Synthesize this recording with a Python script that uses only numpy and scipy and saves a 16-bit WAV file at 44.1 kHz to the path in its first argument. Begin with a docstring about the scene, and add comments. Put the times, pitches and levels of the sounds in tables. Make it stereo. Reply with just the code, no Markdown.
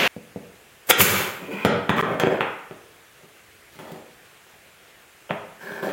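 """Pin nailer and workbench

A shot's roar hangs in a hard-walled workshop. A pneumatic pin nailer fires and vents in puffs of
turbulent air. The tool and small wooden pieces are set down, knocked and slid on a bench: blows and
stick-slip ring the wood, steel parts clink. The sound drops twice to a faint hush, first cutting off
the roar. A small stereo microphone with a limiter stands close by."""
import sys
import numpy as np
from scipy import signal
from scipy.fft import irfft
from scipy.io import wavfile
from scipy.ndimage import uniform_filter1d

SR = 44100
rng = np.random.default_rng(int(sys.argv[2]) if len(sys.argv) > 2 else 0)


def output_pcm(signal):
    """Save a mono or channel-first signal as 16-bit PCM at the path in sys.argv[1].

    Samples are clipped to [-1, 1] before scaling.
    """
    pcm = np.clip(np.atleast_2d(signal).T, -1, 1) * 32767
    wavfile.write(sys.argv[1], SR, np.round(pcm).astype(np.int16))


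N = 261288
STRIKE_SAMPLES = 6000


def amp(db):
    return 10 ** (np.asarray(db) / 20)


def unit_rms(x):
    return x / np.sqrt(np.mean(x ** 2) + 1e-20)


def curve_at(points, hz):
    point_hz, value = np.transpose(points)
    return np.interp(np.log(hz + 1), np.log(point_hz + 1), value)


def add(mix, start_s, sound):
    part = mix[..., round(start_s * SR):][..., :sound.shape[-1]]
    part += sound[..., :part.shape[-1]]


def panned(x, left_db):
    return x * amp([[left_db / 2], [-left_db / 2]])


def noise(spectrum, patchy_db, coherence=((1, 1),), size=N):
    """Stereo noise at unit RMS, its level patchy in time and frequency."""
    hz = np.fft.rfftfreq(1024, 1 / SR)
    re, im, other_re, other_im, patches = rng.standard_normal((size // 256 + 5, 513, 5)).T
    patches = unit_rms(uniform_filter1d(uniform_filter1d(patches, 12, 0), 10, 1))
    alike = curve_at(coherence, hz)[:, None]
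    left = re + 1j * im
    right = alike * left + np.sqrt(1 - alike ** 2) * (other_re + 1j * other_im)
    bins = np.array([left, right]) * amp(curve_at(spectrum, hz)[:, None] + patchy_db * patches)
    return unit_rms(signal.istft(bins, nperseg=1024, noverlap=768)[1][:, :size])


# Reverberant shot: freq_hz, density_db
ROAR_SPECTRUM = [(47, -52), (80, -48), (166, -7), (361, -11), (422, -2.5), (1170, -12), (1460, -6),
                 (1700, -6.5), (2660, -3.5), (4230, -17.5), (8990, -33), (15000, -29), (16000, -40)]
# Left-right likeness of the room's echo: freq_hz, coherence
ROOM_COHERENCE = [(60, 0.93), (180, 0.93), (550, 0.92), (1650, 0.99), (4970, 0.61), (15000, 1)]


def shot_roar(level_db=-18):
    """A shot ringing in the room, as steady noise."""
    roar = noise(ROAR_SPECTRUM, patchy_db=-0.5, coherence=ROOM_COHERENCE)
    return panned(amp(level_db) * roar, left_db=3.2)


# Noise floor: freq_hz, density_db
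HUSH_SPECTRUM = [(15, -75), (25, -56), (87, -3.5), (185, -7.5), (223, -12), (270, -11), (384, -2.5),
                 (624, -7), (695, -6), (911, -9.5), (1650, -5.5), (1940, -6.5), (2610, -7), (4250, -16),
                 (16000, -23)]
# Its left-right likeness: freq_hz, coherence
HUSH_COHERENCE = [(60, 0.31), (3000, 0.21), (5500, 0.1), (7500, 1), (15000, 0.99)]


def room_hush(level_db=-50):
    """Room tone and microphone hiss."""
    hush = noise(HUSH_SPECTRUM, patchy_db=1.17, coherence=HUSH_COHERENCE)
    return panned(amp(level_db) * hush, left_db=0.5)


# Bench top: pitch_hz, level_db, t60_s
BENCH_MODES = [(178, -5.5, 0.08), (225, -4, 0.067), (289, -4.5, 0.061), (401.7, 0, 0.079),
               (471.7, 0.5, 0.078), (575, 2.5, 0.037), (653, -9, 0.13), (736, -4.5, 0.02)]
# Small wooden piece: pitch_hz, level_db, t60_s
PIECE_MODES = [(910, -3, .009), (1120, -2, .009), (1330, -1, .009), (1600, -1, .008), (1850, -1, .008),
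               (2160, -1, .007), (2520, -1, .007), (2900, -1, .006), (3350, -1, .006)]


def wood_ring(modes, tilt_db_per_oct, sign=1):
    """Where a strike lands varies each mode's level and tuning; sign < 0 opposes neighbouring modes."""
    t = np.arange(STRIKE_SAMPLES) / SR
    scatter = rng.standard_normal((len(modes), 2))
    centre_hz = np.exp(np.mean(np.log([mode[0] for mode in modes])))
    wave = np.zeros_like(t)
    for k, (hz, db, t60_s) in enumerate(modes):
        mode_db = db + tilt_db_per_oct * np.log2(hz / centre_hz) + 1.5 * scatter[k, 0]
        mode_hz = hz * (1 + 0.02 * scatter[k, 1])
        wave += sign ** k * amp(mode_db - 60 * t / t60_s) * np.sin(2 * np.pi * mode_hz * t)
    wave = signal.lfilter(*signal.butter(3, 3400, fs=SR), wave)  # wood on wood is a soft contact
    return wave / abs(wave).max()


# Contact noise: freq_hz, density_db
CONTACT_SPECTRUM = [(2350, -6.5), (4000, -4.5), (5440, -8.5), (7440, -8), (8120, -11), (12900, -9.5),
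                    (16000, -5)]
# Blows on the bench: start_s, thud_db, click_db, tick_db, hardness_db_per_oct, room_send_db
KNOCKS = [(0.164, -20, -44, -55, -7.5, -6), (0.360, -16.5, -46, -68, -3, -5), (0.909, -10, 7, -17, 10, -9),
          (1.005, -26, 6, -35, 0, -17.5), (1.025, -4.5, -29, -29, -16, -9.5),
          (1.649, 2.5, -5.5, -20.5, .5, 0.5), (1.893, -3, -4, -27.5, -4, -2),
          (1.982, -13.5, -14, -36, -14, -1), (2.088, -14, -43, -61, 18, -5),
          (2.114, -13.5, -50, -49, 0.5, 1.5), (2.198, -21, -12.5, -25.5, -11, -2.5),
          (2.235, -1.5, -11, -53, 4, -6), (2.271, -1, -13.5, -41, 7, -11), (2.407, -13, -6.5, -39, 11, -2),
          (2.710, -22.5, -32, -65, 4, -3.5), (3.233, -38.5, -47, -57, -2.5, 1),
          (3.756, -37, -45, -48, 0, 1), (3.789, -30, -31, -44, 3, 2.5), (3.918, -29, -47, -40, -13, -5.5),
          (4.466, -61, -42, -63, 0, -10), (4.501, -57, -50, -61, 0, -9), (5.307, -10, -12.5, -46, 19, -5.5),
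          (5.719, -21.5, -29, -46, 6, -8), (5.829, -19.5, -24.5, -49, 12, -.5),
          (5.870, -16, -36, -51, 16, -4), (5.891, -25, -26, -55, 15, 2)]


def knocks():
    """Each blow rings bench and piece, with a bright contact tick. Returns direct sound and room send."""
    direct, send = np.zeros((2, N))
    t = np.arange(STRIKE_SAMPLES) / SR
    ticks = noise(CONTACT_SPECTRUM, patchy_db=1, size=len(t) * len(KNOCKS))[0].reshape(-1, len(t))
    ticks *= amp(-60 * t / 0.037) * np.minimum(t / 0.00062, 1)
    give = np.hanning(48) / 22  # the heavy top yields for 1 ms
    for (start_s, thud_db, click_db, tick_db, hardness, send_db), tick in zip(KNOCKS, ticks):
        thud = np.convolve(wood_ring(BENCH_MODES, hardness), give)[:len(t)]
        click = wood_ring(PIECE_MODES, tilt_db_per_oct=-3.5, sign=-0.99)
        blow = amp(thud_db) * thud + amp(click_db) * click + amp(tick_db) * tick
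        add(direct, start_s, blow)
        add(send, start_s, amp(send_db) * blow)
    return direct, send


# Nozzle jet: freq_hz, density_db
JET_SPECTRUM = [(2350, -10.5), (4000, -13), (5600, -12), (5760, -12.5), (7100, -5), (8310, -8), (8700, -9),
                (13800, -2), (16000, -4)]
# Air through the housing: freq_hz, density_db
RUSH_SPECTRUM = [(59, -40), (100, 0), (151, 1.5), (301, -15), (373, 0.5), (541, -3.5), (602, -10),
                 (1850, -6.5), (3040, -9), (4490, -19), (7000, -19), (9100, -47), (15400, -120)]
# Valve opening, shot, blow-by, piston return, exhaust, long vent:
# peak_s, jet_db, rush_db, rise_db_per_ms, fall_db_per_ms
AIR_PUFFS = [(.872, -39.5, -55, 2.5, 0.3), (.904, -1.5, -10.5, 2.5, 1.5), (.911, -8, 2.5, 1.96, 3.5),
             (.996, -13.5, -13.5, .9, 0.4), (1.006, -13, -8.5, 2, 1), (1.017, 1.5, -7.5, 1.6, 1.5),
             (1.036, -10.5, -14.5, 0.5, 0.11)]


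def nailer():
    """Puffs of turbulent air: a thin bright jet at the nozzle, a broader rush through the housing."""
    flow = np.zeros((2, N))
    for peak_s, jet_db, rush_db, rise, fall in AIR_PUFFS:
        ms = (np.arange(N) / SR - peak_s) * 1000
        flow += amp([[jet_db], [rush_db]]) * amp(np.minimum(rise * ms, -fall * ms))
    jet = flow[0] * noise(JET_SPECTRUM, patchy_db=1.5, coherence=[(1, 0.95)])
    rush = flow[1] * noise(RUSH_SPECTRUM, patchy_db=2.5, coherence=[(1, 0.94)])
    return panned(jet, left_db=1) + panned(rush, left_db=0.93)


# Things slid on the bench, each with its own note:
# start_s, length_s, rumble_db, scratch_db, hiss_db, swell_db, hardness_db_per_oct, note_hz, note_db
STROKES = [(1.367, 0.19, -37, -48.5, -57, 3.5, -6, 2500, 8),
           (1.5, 0.16, -44, -37.5, -51.5, 5, -7, 2490, 14.5),
           (1.956, .06, -26, -27.5, -43.5, 2, -5, 900, -12),
           (2.024, .14, -29.5, -33, -57, 6.5, 1.5, 1820, 0.5),
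           (2.18, 0.207, -28, -32.5, -51.5, -11, 1.5, 1820, 4),
           (3.718, .04, -70, -62, -54, .1, -.6, 1170, -9), (3.768, .24, -43, -51, -57, -4, -.6, 1170, -11),
           (4.235, .15, -75, -61, -66, -5, 5, 1600, -7), (5.29, .016, -32.5, -35.5, -67, 9, -1, 2970, -6),
           (5.586, 0.24, -41, -40, -51, 1.5, 0.5, 1674, 11),
           (5.814, .12, -29.5, -35.5, -45.5, -5, 1.5, 1680, 12)]


def slides(slips_per_s=2500, ramp_share=0.33, note_t60_s=0.014):
    """Stick-slip: dense, uneven small blows ring bench and piece over a fine hiss."""
    out = np.zeros(N)
    slips = rng.standard_normal((2, N)) * amp(3.26 * rng.exponential(1, (2, N)))
    slips *= rng.random((2, N)) < slips_per_s / SR
    hiss = noise(CONTACT_SPECTRUM, patchy_db=2)[0]
    for start_s, length_s, rumble_db, scratch_db, hiss_db, swell_db, hardness, note_hz, note_db in STROKES:
        at = np.arange(round(start_s * SR), min(round((start_s + length_s) * SR), N))
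        swell = amp(swell_db * np.linspace(-0.5, 0.5, len(at)))
        pressure = signal.windows.tukey(len(at), ramp_share) * swell
        out[at] += amp(hiss_db) * hiss[at] * pressure
        bench = wood_ring(BENCH_MODES, hardness, sign=-1.05)
        piece = wood_ring(PIECE_MODES + [(note_hz, note_db, note_t60_s)], -1.5, sign=-0.92)
        for train, db, wood in zip(slips, (rumble_db, scratch_db), (bench, piece)):
            drive = train[at] * amp(db) * pressure / np.std(train) / np.linalg.norm(wood)
            add(out, start_s, signal.fftconvolve(drive, wood))
    return np.array([out, out])


# Steel parts: pitch_hz, level_db, t60_s
STEEL_MODES = [(3213, -3, 0.025), (4600, -28, 0.05), (5090, -17, 0.032), (6480, -20.5, 0.09),
               (7430, -13, 0.028)]
# Metal contacts: start_s, level_db
CLINKS = [(1.65, -32), (1.975, -27), (2.198, -18.5), (2.271, -30.5), (2.317, -34)]


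def clinks():
    """Tool parts touch and a few steel modes ring briefly."""
    out, t = np.zeros(N), np.arange(9000) / SR
    attack = np.minimum(t / 0.001, 1)
    for start_s, level_db in CLINKS:
        scatter_db = 2 * rng.standard_normal(len(STEEL_MODES))
        steel = sum(amp(db + offset_db - 60 * t / t60_s) * np.sin(2 * np.pi * hz * t)
                    for (hz, db, t60_s), offset_db in zip(STEEL_MODES, scatter_db))
        add(out, start_s, amp(level_db) * steel * attack)
    return np.array([out, out])


# Room decay: freq_hz, t60_s
ROOM_DECAY = [(100, 0.56), (400, 0.58), (1000, 0.78), (2800, 0.65), (5000, 0.52), (8000, 0.26),
              (15000, 0.06)]
# Stereo balance: freq_hz, left_over_right_db
BALANCE = [(60, 3), (180, 5.0), (550, 6), (1650, 5), (4970, 2.0), (15000, 0.0)]


def workshop(direct, send):
    """Direct sound plus sparse echoes, each band dying at its own rate; lows and mids lean left."""
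    taps = np.zeros((2, SR))
    at = np.arange(160, SR - 20, 20) + rng.integers(0, 20, (2, (SR - 161) // 20))
    np.put_along_axis(taps, at, rng.choice([-1., 1.], at.shape), 1)
    hz, t, bins = signal.stft(taps, SR, nperseg=256)
    alike = curve_at(ROOM_COHERENCE, hz)[:, None]
    bins[1] = alike * bins[0] + np.sqrt(1 - alike ** 2) * bins[1]
    decay = amp(-60 * t / curve_at(ROOM_DECAY, hz)[:, None])
    tail = signal.istft(bins * decay, SR, nperseg=256)[1]
    tail *= 1 + 0.5 * np.exp(-np.arange(tail.shape[1]) / (0.012 * SR))  # bench and near wall answer first
    heard = direct + signal.fftconvolve(send, tail / np.linalg.norm(tail[0]), axes=1)[:, :N]
    balance = amp(np.outer([0.5, -0.5], curve_at(BALANCE, hz)))
    balance_fir = np.roll(irfft(balance), 128, axis=1)
    return signal.oaconvolve(heard, balance_fir, "same", axes=1)


# Near-silent gaps: start_s, end_s
GAPS = [(.0776, .097), (2.0122, 2.025)]


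def scene():
    """Bench work and nailer in the room; the first gap ends the roar, and echoes from before the second gap
    ring on after it."""
    t = np.arange(N) / SR
    (roar_end_s, _), (_, resume_s) = GAPS
    knock_direct, knock_send = knocks()
    handling = slides() + clinks()
    air = nailer()
    direct = knock_direct + handling + air
    send = knock_send + amp(-2.5) * handling + amp(-5) * air
    heard = sum(workshop(direct * span, send * span) for span in (t < resume_s, t >= resume_s))
    low_cut = signal.butter(3, 120, "high", fs=SR, output="sos")  # the small microphone passes little deep bass
    heard = signal.sosfilt(low_cut, heard)
    roar = shot_roar() * (t < roar_end_s)
    hush = room_hush()
    in_gap = sum((t >= start_s) & (t < end_s) for start_s, end_s in GAPS) > 0
    return np.where(in_gap, amp(-2.5) * hush, heard + roar + hush)


def record(dry):
    """A limiter ducks just after the loudest peaks and recovers; soft clip; low-pass."""
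    threshold_db, slope, attack_s, release_db_per_s, cutoff_hz = -14, 0.69, 0.0043, 94, 16100
    power_db = 10 * np.log10(abs(uniform_filter1d((dry ** 2).mean(0), 200)) + 1e-12)
    release_db = np.arange(N) * release_db_per_s / SR
    held_db = np.maximum.accumulate(power_db + release_db) - release_db
    over_db = np.maximum(held_db - threshold_db, 0)
    lag = np.exp(-1 / (attack_s * SR))
    duck_db = signal.lfilter([1 - lag], [1, -lag], slope * over_db)
    clipped = np.tanh(dry / amp(duck_db))
    low_pass = signal.firwin(1023, cutoff_hz, window=("kaiser", 9), fs=SR)
    return signal.oaconvolve(clipped, low_pass[None], "same")


dry = scene()
out = record(dry)
output_pcm(out)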